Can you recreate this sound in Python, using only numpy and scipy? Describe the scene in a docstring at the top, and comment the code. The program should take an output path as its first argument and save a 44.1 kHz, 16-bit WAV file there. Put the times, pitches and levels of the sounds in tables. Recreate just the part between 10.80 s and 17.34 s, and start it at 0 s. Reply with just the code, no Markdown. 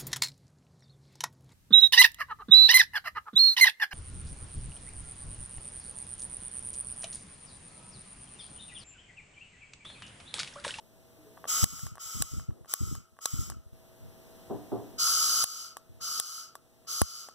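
"""A shed rumbles and hums throughout; faint dull rings come first, then a hand torch is triggered seven times.
At each pull trigger parts tick, gas hisses down the burner tube as filtered noise and the spring igniter snaps.
In the first four pulls unlit gas also buffets the near microphone port; soft stirrings come mostly between
pulls. At 2.93 s the scene changes and the torch is held over the workbench instead of close; two far knocks
sound before the fifth pull. Two ports are crossed into left and right, and loud treble pulls down a gain
control."""
import sys
import numpy as np
from scipy import signal
from scipy.fft import rfft, irfft
from scipy.io import wavfile
from scipy.ndimage import uniform_filter1d

SR = 44100
rng = np.random.default_rng(int(sys.argv[2]) if len(sys.argv) > 2 else 0)


def pcm_store(signal):
    """Save signal as 16-bit PCM."""
    levels = np.round(np.clip(np.atleast_2d(signal), -1, 1) * 32767)
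    wavfile.write(sys.argv[1], SR, levels.astype(np.int16).T)


N = 288414
CUT_S = 2.93   # the scene changes here: the torch is held elsewhere and the gain control starts afresh
PORT_LAG = 19   # samples sound needs between the ports

# Trigger pulls, one for each snap. Each row: valve opens in seconds, let go in seconds, build-up in seconds,
# hiss level set before the snap in dB, hiss level set after it in dB, lowest tube mode against that level in dB.
TRIGGER_PULLS = [(0.671, 1.062, 0.0086, -26.5, -27.5, -12), (1.187, 1.601, 0.013, -27.5, -31.5, -12.5),
                 (1.872, 2.15, 0.017, -28.5, -27.5, -11), (2.403, 2.668, 0.012, -27.5, -27.5, -12.5),
                 (4.178, 4.862, 0.012, -30.5, -32, -8.5), (5.201, 5.625, 0.013, -32, -31.5, -7.5),
                 (6.065, 6.448, 0.016, -30.5, -34.5, -9)]
# Igniter snaps. Each row: strike in seconds, level in dB, rattle centre in Hz, fall by 60 dB in seconds,
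# low clack against the level in dB, far port against near in dB, pressure pop in dB.
IGNITER_SNAPS = [(0.8421, -2, 6800, 0.0098, -12, -4.5, -46), (1.4223, -3, 8200, 0.012, -11, -7, -53),
                 (1.9381, 0.5, 10800, 0.0075, -11, -1.5, -51), (2.457, -3, 6060, 0.016, -7, -10, -54),
                 (4.641, -5.5, 9900, 0.018, -13, -10, -27), (5.399, -4, 8800, 0.011, -15, -28, -30),
                 (6.217, -6.5, 9900, 0.013, -5, 0, 7.5)]
# Ringing of the plastic grip. Each row: pitch in Hz, level in dB, fall by 60 dB in seconds.
GRIP_MODES = [(774, -3.5, 0.0052), (1130, -14, 0.047), (1565, -1, 0.0049), (3230, -22.5, 0.015)]


def from_db(db):
    """Decibels to gain."""
    return 10 ** (np.asarray(db) / 20)


def coloured(hz, db, channels):
    """Noise with the given dB per Hz, interpolated over log frequency."""
    f = np.maximum(np.fft.rfftfreq(N, 1 / SR), 1)
    gain = from_db(np.interp(np.log(f), np.log(hz), db)) * np.sqrt(SR / 2)
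    return irfft(rfft(rng.standard_normal((channels, N))) * gain, N)


def resonate(x, hz, width_hz):
    """Two-pole resonance, gain about 1 on top."""
    r = np.exp(-np.pi * width_hz / SR)
    feedback = [1, -2 * r * np.cos(2 * np.pi * hz / SR), r * r]
    return signal.lfilter([(1 - r * r) / 2, 0, (r * r - 1) / 2], feedback, x)


def ring(hz, t60, size):
    """A decaying sine that starts from height 1 and falls 60 dB in t60 seconds."""
    t = np.arange(size) / SR
    return np.sin(2 * np.pi * hz * t) * from_db(-60 * t / t60)


def grip_ring(size):
    """The modes of the plastic grip, struck together."""
    return sum(from_db(db) * ring(hz, t60, size) for hz, db, t60 in GRIP_MODES)


def add(out, s, sound):
    """Mix a sound in at a time in seconds."""
    i = round(s * SR)
    out[..., i:i + sound.shape[-1]] += sound[..., :N - i]


def shed():
    """Steady rumble, partly alike at both ports, under the steady sines of mains and motor hum."""
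    # Each row: frequency in Hz, noise alike at both ports in dB per Hz, noise of each port's own in dB per Hz.
    shed_noise = [(31.6, -80, -81), (70, -71.5, -93), (121, -78, -82.5), (214, -82, -88.5), (356, -88, -92),
                  (600, -96, -90.5), (960, -102, -97.5), (1350, -112, -100), (3000, -119, -103),
                  (6170, -121, -105), (9350, -124, -108), (13600, -124, -102), (16100, -129, -110)]
    # Each row: pitch in Hz, level in dB as heard in the middle, where crossing the ports thins the bass.
    hum_tones = [(118.4, -68), (242.2, -68.5), (360.7, -64.5), (414.5, -75), (479.1, -64.5), (651.4, -58.5),
                 (710.6, -88)]
    hz, alike_db, own_db = np.transpose(shed_noise)
    t = np.arange(N) / SR
    hum = np.zeros(N)
    for tone_hz, db in hum_tones:
        make_up = 1 / (2 * np.sin(np.pi * tone_hz * PORT_LAG / SR))   # undoes the thinning
        hum += from_db(db) * make_up * np.sin(2 * np.pi * (tone_hz * t + rng.random()))
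    return coloured(hz, alike_db, channels=1) + coloured(hz, own_db, channels=2) + hum


def clonks():
    """Faint dull rings, decaying sines with a softened start, alike at both ports."""
    # Each row: start in seconds, pitch in Hz, level in dB, fall by 60 dB in seconds.
    dull_rings = [(0.368, 308, -48.5, 0.74), (0.451, 429, -45, 0.3)]
    out = np.zeros((2, N))
    soft_start = np.minimum(np.arange(20000) / 900, 1)
    for s, hz, db, t60 in dull_rings:
        add(out, s, from_db(db) * ring(hz, t60, size=20000) * soft_start)
    return out


def ticks():
    """Each tick is a short knock of its own pitch, the ring of the plastic grip and a rattle of the steel latch."""
    # Each row: start in seconds, level in dB, steel rattle in dB, knock pitch in Hz.
    trigger_ticks = [(0.572, -49, -26, 1100), (0.576, -43, -24, 1000), (0.642, -35, -24, 1130),
                     (0.654, -36, -19, 616), (0.993, -33, 5, 1270), (1.067, -29, 4, 1180),
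                     (1.155, -37.5, 5, 950), (1.173, -34, -23, 1120), (1.181, -30, -9, 1150),
                     (1.597, -32.5, -11, 1230), (1.707, -42, -24, 1080), (1.847, -40.5, -14, 1180),
                     (1.858, -42, -5, 643), (2.152, -28.5, 5, 1120), (2.368, -45.5, -10, 1110),
                     (2.389, -30.5, -9, 1170), (2.7, -28.5, 9.5, 921), (2.72, -34, -17, 1300),
                     (4.969, -27.5, 2.5, 990), (5.211, -45, 0, 1360), (5.754, -29, 1, 1060),
                     (6.049, -51, -9, 633), (6.073, -48, 0, 1280), (6.487, -31, -3, 710)]
    latch_hz, latch_width_hz, latch_t60_s, tail_t60_s = 7400, 8400, 0.0067, 0.077
    grip_share_db = 4
    out, t = np.zeros((2, N)), np.arange(2000) / SR
    grip = from_db(grip_share_db) * grip_ring(size=2000)
    latch_fade = from_db(-60 * t / latch_t60_s) + 0.13 * from_db(-60 * t / tail_t60_s)
    onset = np.minimum(t / 0.00035, 1)
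    for s, db, rattle_db, hz in trigger_ticks:
        noise = rng.standard_normal((2, len(t)))
        rattle = resonate(noise, latch_hz, latch_width_hz) * from_db(rattle_db) * latch_fade
        knock = 2.0 * ring(hz, 4.6 / hz, size=2000)
        add(out, s, from_db(db) * (onset * (knock + grip) + 1.7 * rattle))
    return out


def pull_gains(lead_s, extra_build_s, emptying_db_s):
    """Gain of each pull: builds up, changes to its second set level at the snap, sags, falls away after letting go."""
    knee_s, sag_db_s = 0.026, 2   # soft knee at letting go; the supply sags a little while the valve is open
    t, gains = np.arange(N) / SR, []
    for (opens, let_go, build_s, before_db, after_db, _), (snap_s, *_) in zip(TRIGGER_PULLS, IGNITER_SNAPS):
        since = np.maximum(t - opens + lead_s, 0)
        fall_db = emptying_db_s * knee_s * np.logaddexp(0, (t - let_go) / knee_s)
        level_db = np.where(t < snap_s, before_db, after_db) - sag_db_s * since - fall_db
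        build_up = (1 - np.exp(-since / (build_s + extra_build_s))) ** 2
        gains.append(build_up * from_db(level_db))
    return np.array(gains)


def gas():
    """Jet noise through the tube modes, only partly alike at the two ports; a weaker hiss loses its top first."""
    # Burner tube and nozzle. Each row: mode in Hz, width in Hz, level held close in dB,
    # level held over the bench in dB, both levels at full hiss.
    tube_modes = [(2247, 254, -11.5, -13), (3047, 150, -10, -6.5), (4210, 770, -22, -9.5),
                  (4710, 216, -4.5, 8), (5580, 1190, -8, -2), (6170, 350, -3.5, 4), (6910, 460, -2, 0),
                  (7430, 146, -2, 1.5), (7830, 217, -7, -10), (9110, 400, -14.5, -4.5),
                  (11720, 1480, -10, -5.5), (12420, 250, -11.5, -15), (14700, 1700, -18, -19),
                  (15100, 780, -35, -28)]
    low_hz, low_width_hz = 1315.6, 79
    jet_bed_db, jet_db, far_trim_db = -31, 10, -2.5
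    full_hiss_db, dulling = -30.5, 0.3   # dulling: dB per octave for each dB below full hiss
    hiss = pull_gains(lead_s=0, extra_build_s=0, emptying_db_s=233).sum(axis=0)
    # the lowest mode speaks first and dies last
    low_gains = pull_gains(lead_s=0.0069, extra_build_s=0.0068, emptying_db_s=140)
    drone = from_db(np.array(TRIGGER_PULLS)[:, -1]) @ low_gains
    t = np.arange(N) / SR
    jet = rng.standard_normal((2, N))
    jet[1] = 1.4 * jet[1] + .5 * np.roll(jet[0], 1)   # partly the same wave, a moment later

    bright = from_db(jet_bed_db) * resonate(jet, 9100, 6000)
    slack_db = np.clip(20 * np.log10(hiss + 1e-9) - full_hiss_db, -30, 0)
    for k, (hz, width_hz, close_db, bench_db) in enumerate(tube_modes):
        place_db = np.where(t < CUT_S, close_db, bench_db)
        gain = from_db(place_db + dulling * slack_db * np.log2(hz / 5000))
        bright = bright + (-1) ** k * gain * resonate(jet, hz, width_hz)   # neighbours in opposite phase
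    low = resonate(resonate(jet, low_hz, low_width_hz), low_hz, 620)
    both = from_db(jet_db) * bright * hiss + low / low.std() * drone

    flutter = uniform_filter1d(rng.standard_normal(N), size=300)   # turbulence makes the jet slightly grainy
    return both * from_db(0.28 * flutter / flutter.std() + [[0], [far_trim_db]])


def puffs():
    """Every gas eddy swings the near port's membrane through a few slowing cycles and leaves a rolling rumble."""
    # Strong eddies at the near port. Each row: peak in seconds, level in dB, swing before it slows in about Hz.
    eddies = list([(0.836, -15, 104.7), (0.849, -25, 103), (0.932, -21, 165), (1.036, -21, 152),
                   (1.061, -24, 88.4), (1.121, -28, 143), (1.355, -22, 109), (1.369, -24.5, 102),
                   (1.407, -13.5, 133), (1.538, -17.5, 139), (1.566, -19.5, 106), (1.584, -19, 80.4),
                   (1.692, -14.5, 127), (2.014, -6.5, 110), (2.031, -10, 99), (2.075, -13.5, 72),
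                   (2.116, -8, 124), (2.173, -26.5, 88), (2.54, -13, 108), (2.57, -18, 129),
                   (2.593, -14, 105), (2.619, -19.5, 82), (2.677, -24.5, 94), (2.695, -23.5, 83.4),
                   (2.721, -24, 88), (2.768, -24.5, 94)])
    # each drags a weak, slow eddy after it
    trail_s, trail_db, trail_spread_db, trail_hz = 0.11, -16.5, 5, 82
    out, t = np.zeros(N), np.arange(-600, 5000) / SR
    rise, after = np.exp(-(np.minimum(t, 0) / 0.007) ** 2), np.maximum(t, 0)
    trails = []
    for (s, db, _), (late, size, pitch) in zip(eddies, rng.random((len(eddies), 3))):
        start = s + trail_s * (.5 + late)
        level_db = db + trail_db + trail_spread_db * (2 * size - 1)
        trails.append((start, level_db, trail_hz * (.75 + pitch / 2)))
    for (s, db, hz), turn in zip(eddies + trails, rng.random((2 * len(eddies), 1))):
        slowing_hz = hz * (0.63 + 0.36 * np.exp(-after / 0.009))
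        swing = 1.31 * np.sin(2 * np.pi * (np.cumsum(slowing_hz) / SR + turn)) * np.exp(-after * hz)
        rumble = 15.0 * resonate(resonate(rng.standard_normal(len(t)), 53, 68), 51, 160)
        add(out, s + t[0], from_db(db) * rise * (swing + rumble * np.exp(-after / 0.02)))
    return signal.sosfilt(signal.butter(3, 380, fs=SR, output="sos"), out)


def snaps():
    """The hammer slips, strikes and rattles for a few ms; a pop of pressure reaches the near port."""
    slip_s = .003   # from the start of the rattle to the strike
    out, t = np.zeros((2, N)), np.arange(1500) / SR
    after = np.arange(5000) / SR
    # a step of pressure, then the membrane settles
    pop = np.exp(-after / 0.0017) - 0.87 * ring(71, 0.055, size=5000) - 0.053 * ring(190, 0.065, size=5000)
    clack = grip_ring(size=1500)
    for s, level_db, ring_hz, t60, clack_db, far_db, pop_db in IGNITER_SNAPS:
        slip = np.exp(-((slip_s - t) / 0.0005) ** 2)
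        strike = np.where(t < slip_s, slip, from_db(-60 * (t - slip_s) / t60))
        rattle = rng.standard_normal((2, len(t))) * strike
        bright = resonate(rattle, ring_hz, 3300) + 0.44 * resonate(rattle, 5300, 13000)
        # level is the loudest millisecond at each port
        bright = bright / np.sqrt(uniform_filter1d(bright ** 2, size=44).max(axis=1, keepdims=True))
        add(out, s - slip_s, bright * from_db([[level_db], [level_db + far_db]]))
        add(out, s, from_db(level_db + clack_db) * clack)
        add(out[0], s, from_db(pop_db) * pop)
    return out


def stirs():
    """Soft low stirrings nearby: short swells of dull noise, different at each port."""
    # Each row: start in seconds, length in seconds, level in dB, centre in Hz.
    stirrings = [(1.711, 0.13, -48, 307), (3.197, 0.12, -45, 81.5), (5.087, 0.047, -42, 79.5),
                 (5.131, 0.083, -47, 88.6), (5.197, 0.048, -51, 79)]
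    out = np.zeros((2, N))
    for s, length, db, hz in stirrings:
        swell = np.hanning(round(length * SR)) ** .5
        noise = resonate(resonate(rng.standard_normal((2, len(swell))), hz, hz), hz, hz)
        add(out, s, from_db(db) * swell * noise / noise.std())
    return out


def knocks():
    """Something heavy is set down far off; its blow, scattered by the shed, sets wooden modes ringing."""
    # Each row: start in seconds, level in dB, rise in seconds, decay time of the scatter in seconds.
    far_knocks = [(3.693, -43.5, 0.015, 0.041), (3.915, -42, 0.0034, 0.041)]
    # What the knocks ring with. Each row: mode in Hz, width in Hz, level in dB.
    wood_modes = [(115, 24, 4.5), (217, 28, 4), (295, 31, 6), (396, 25, 3.5), (467, 51, -9),
                  (580, 160, -10), (718, 32, -4), (770, 49, -19.5), (954, 200, -16)]
    own_db, tail_db, tail_s = -4.5, -10, 0.11   # own: each port's share of unlike noise
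    t, level = np.arange(N) / SR, np.zeros(N)
    for s, db, rise, scatter in far_knocks:
        after = np.maximum(t - s, 0)
        fade = np.exp(-after / scatter) + from_db(tail_db) * np.exp(-after / tail_s)
        level += from_db(db) * fade * np.minimum(after / rise, 1)
    out = np.zeros((2, N))
    for hz, width_hz, db in wood_modes:
        ringing = resonate(rng.standard_normal((3, N)) * level, hz, width_hz)
        alike, near, far = ringing * np.sqrt(SR / width_hz / np.pi)   # evens out wide and narrow modes
        out += from_db(db) * (alike + from_db(own_db) * np.array([near, far]))
    return signal.sosfilt(signal.butter(4, 1050, fs=SR, output="sos"), out)   # distance takes the treble


def scene():
    """Pressure at the near and the far port."""
    near_only = np.array([[1], [0]])
    return shed() + clonks() + ticks() + gas() + puffs() * near_only + snaps() + stirs() + knocks()


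def gain_control(ports):
    """Treble peaks over the threshold at the near port pull the gain down at once; it creeps back steadily."""
    start_db, restart_db, threshold_db, release_db_s = -8.5, -6, -19, 9   # the first two: gain at each start
    treble = signal.sosfilt(signal.butter(2, 2000, "high", fs=SR, output="sos"), ports[0])
    over = 10 * np.log10(uniform_filter1d(treble ** 2, size=44) + 1e-12) - threshold_db
    cut, held = round(CUT_S * SR), []
    for part, memory_db in ((over[:cut], start_db), (over[cut:], restart_db)):
        ramp = release_db_s * np.arange(len(part)) / SR
        # a running peak that leaks by the ramp
        held.append(np.maximum.accumulate(np.maximum(part + ramp, -memory_db)) - ramp)
    reduction_db = np.maximum(np.concatenate(held), 0)
    return from_db(-uniform_filter1d(reduction_db, size=30))


def record(dry):
    """Gain control and circuit hiss, then each side is one port minus the other, delayed; last a top cut."""
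    self_noise_db, port_edge_hz, right_db, cutoff_hz = -73, 15600, -.7, 16800
    circuit_hiss = from_db(self_noise_db) * resonate(rng.standard_normal((2, N)), 5900, 9000)
    ports = dry * gain_control(dry) + circuit_hiss
    late = np.pad(ports, ((0, 0), (PORT_LAG, 0)))[::-1, :N]   # the opposite port, delayed
    crossed = (ports - late) * from_db([[0], [right_db]])
    sides = signal.sosfilt(signal.butter(4, port_edge_hz, fs=SR, output="sos"), crossed)
    return signal.sosfilt(signal.cheby2(12, 70, cutoff_hz, fs=SR, output="sos"), sides)


dry = scene()
out = record(dry)
pcm_store(out)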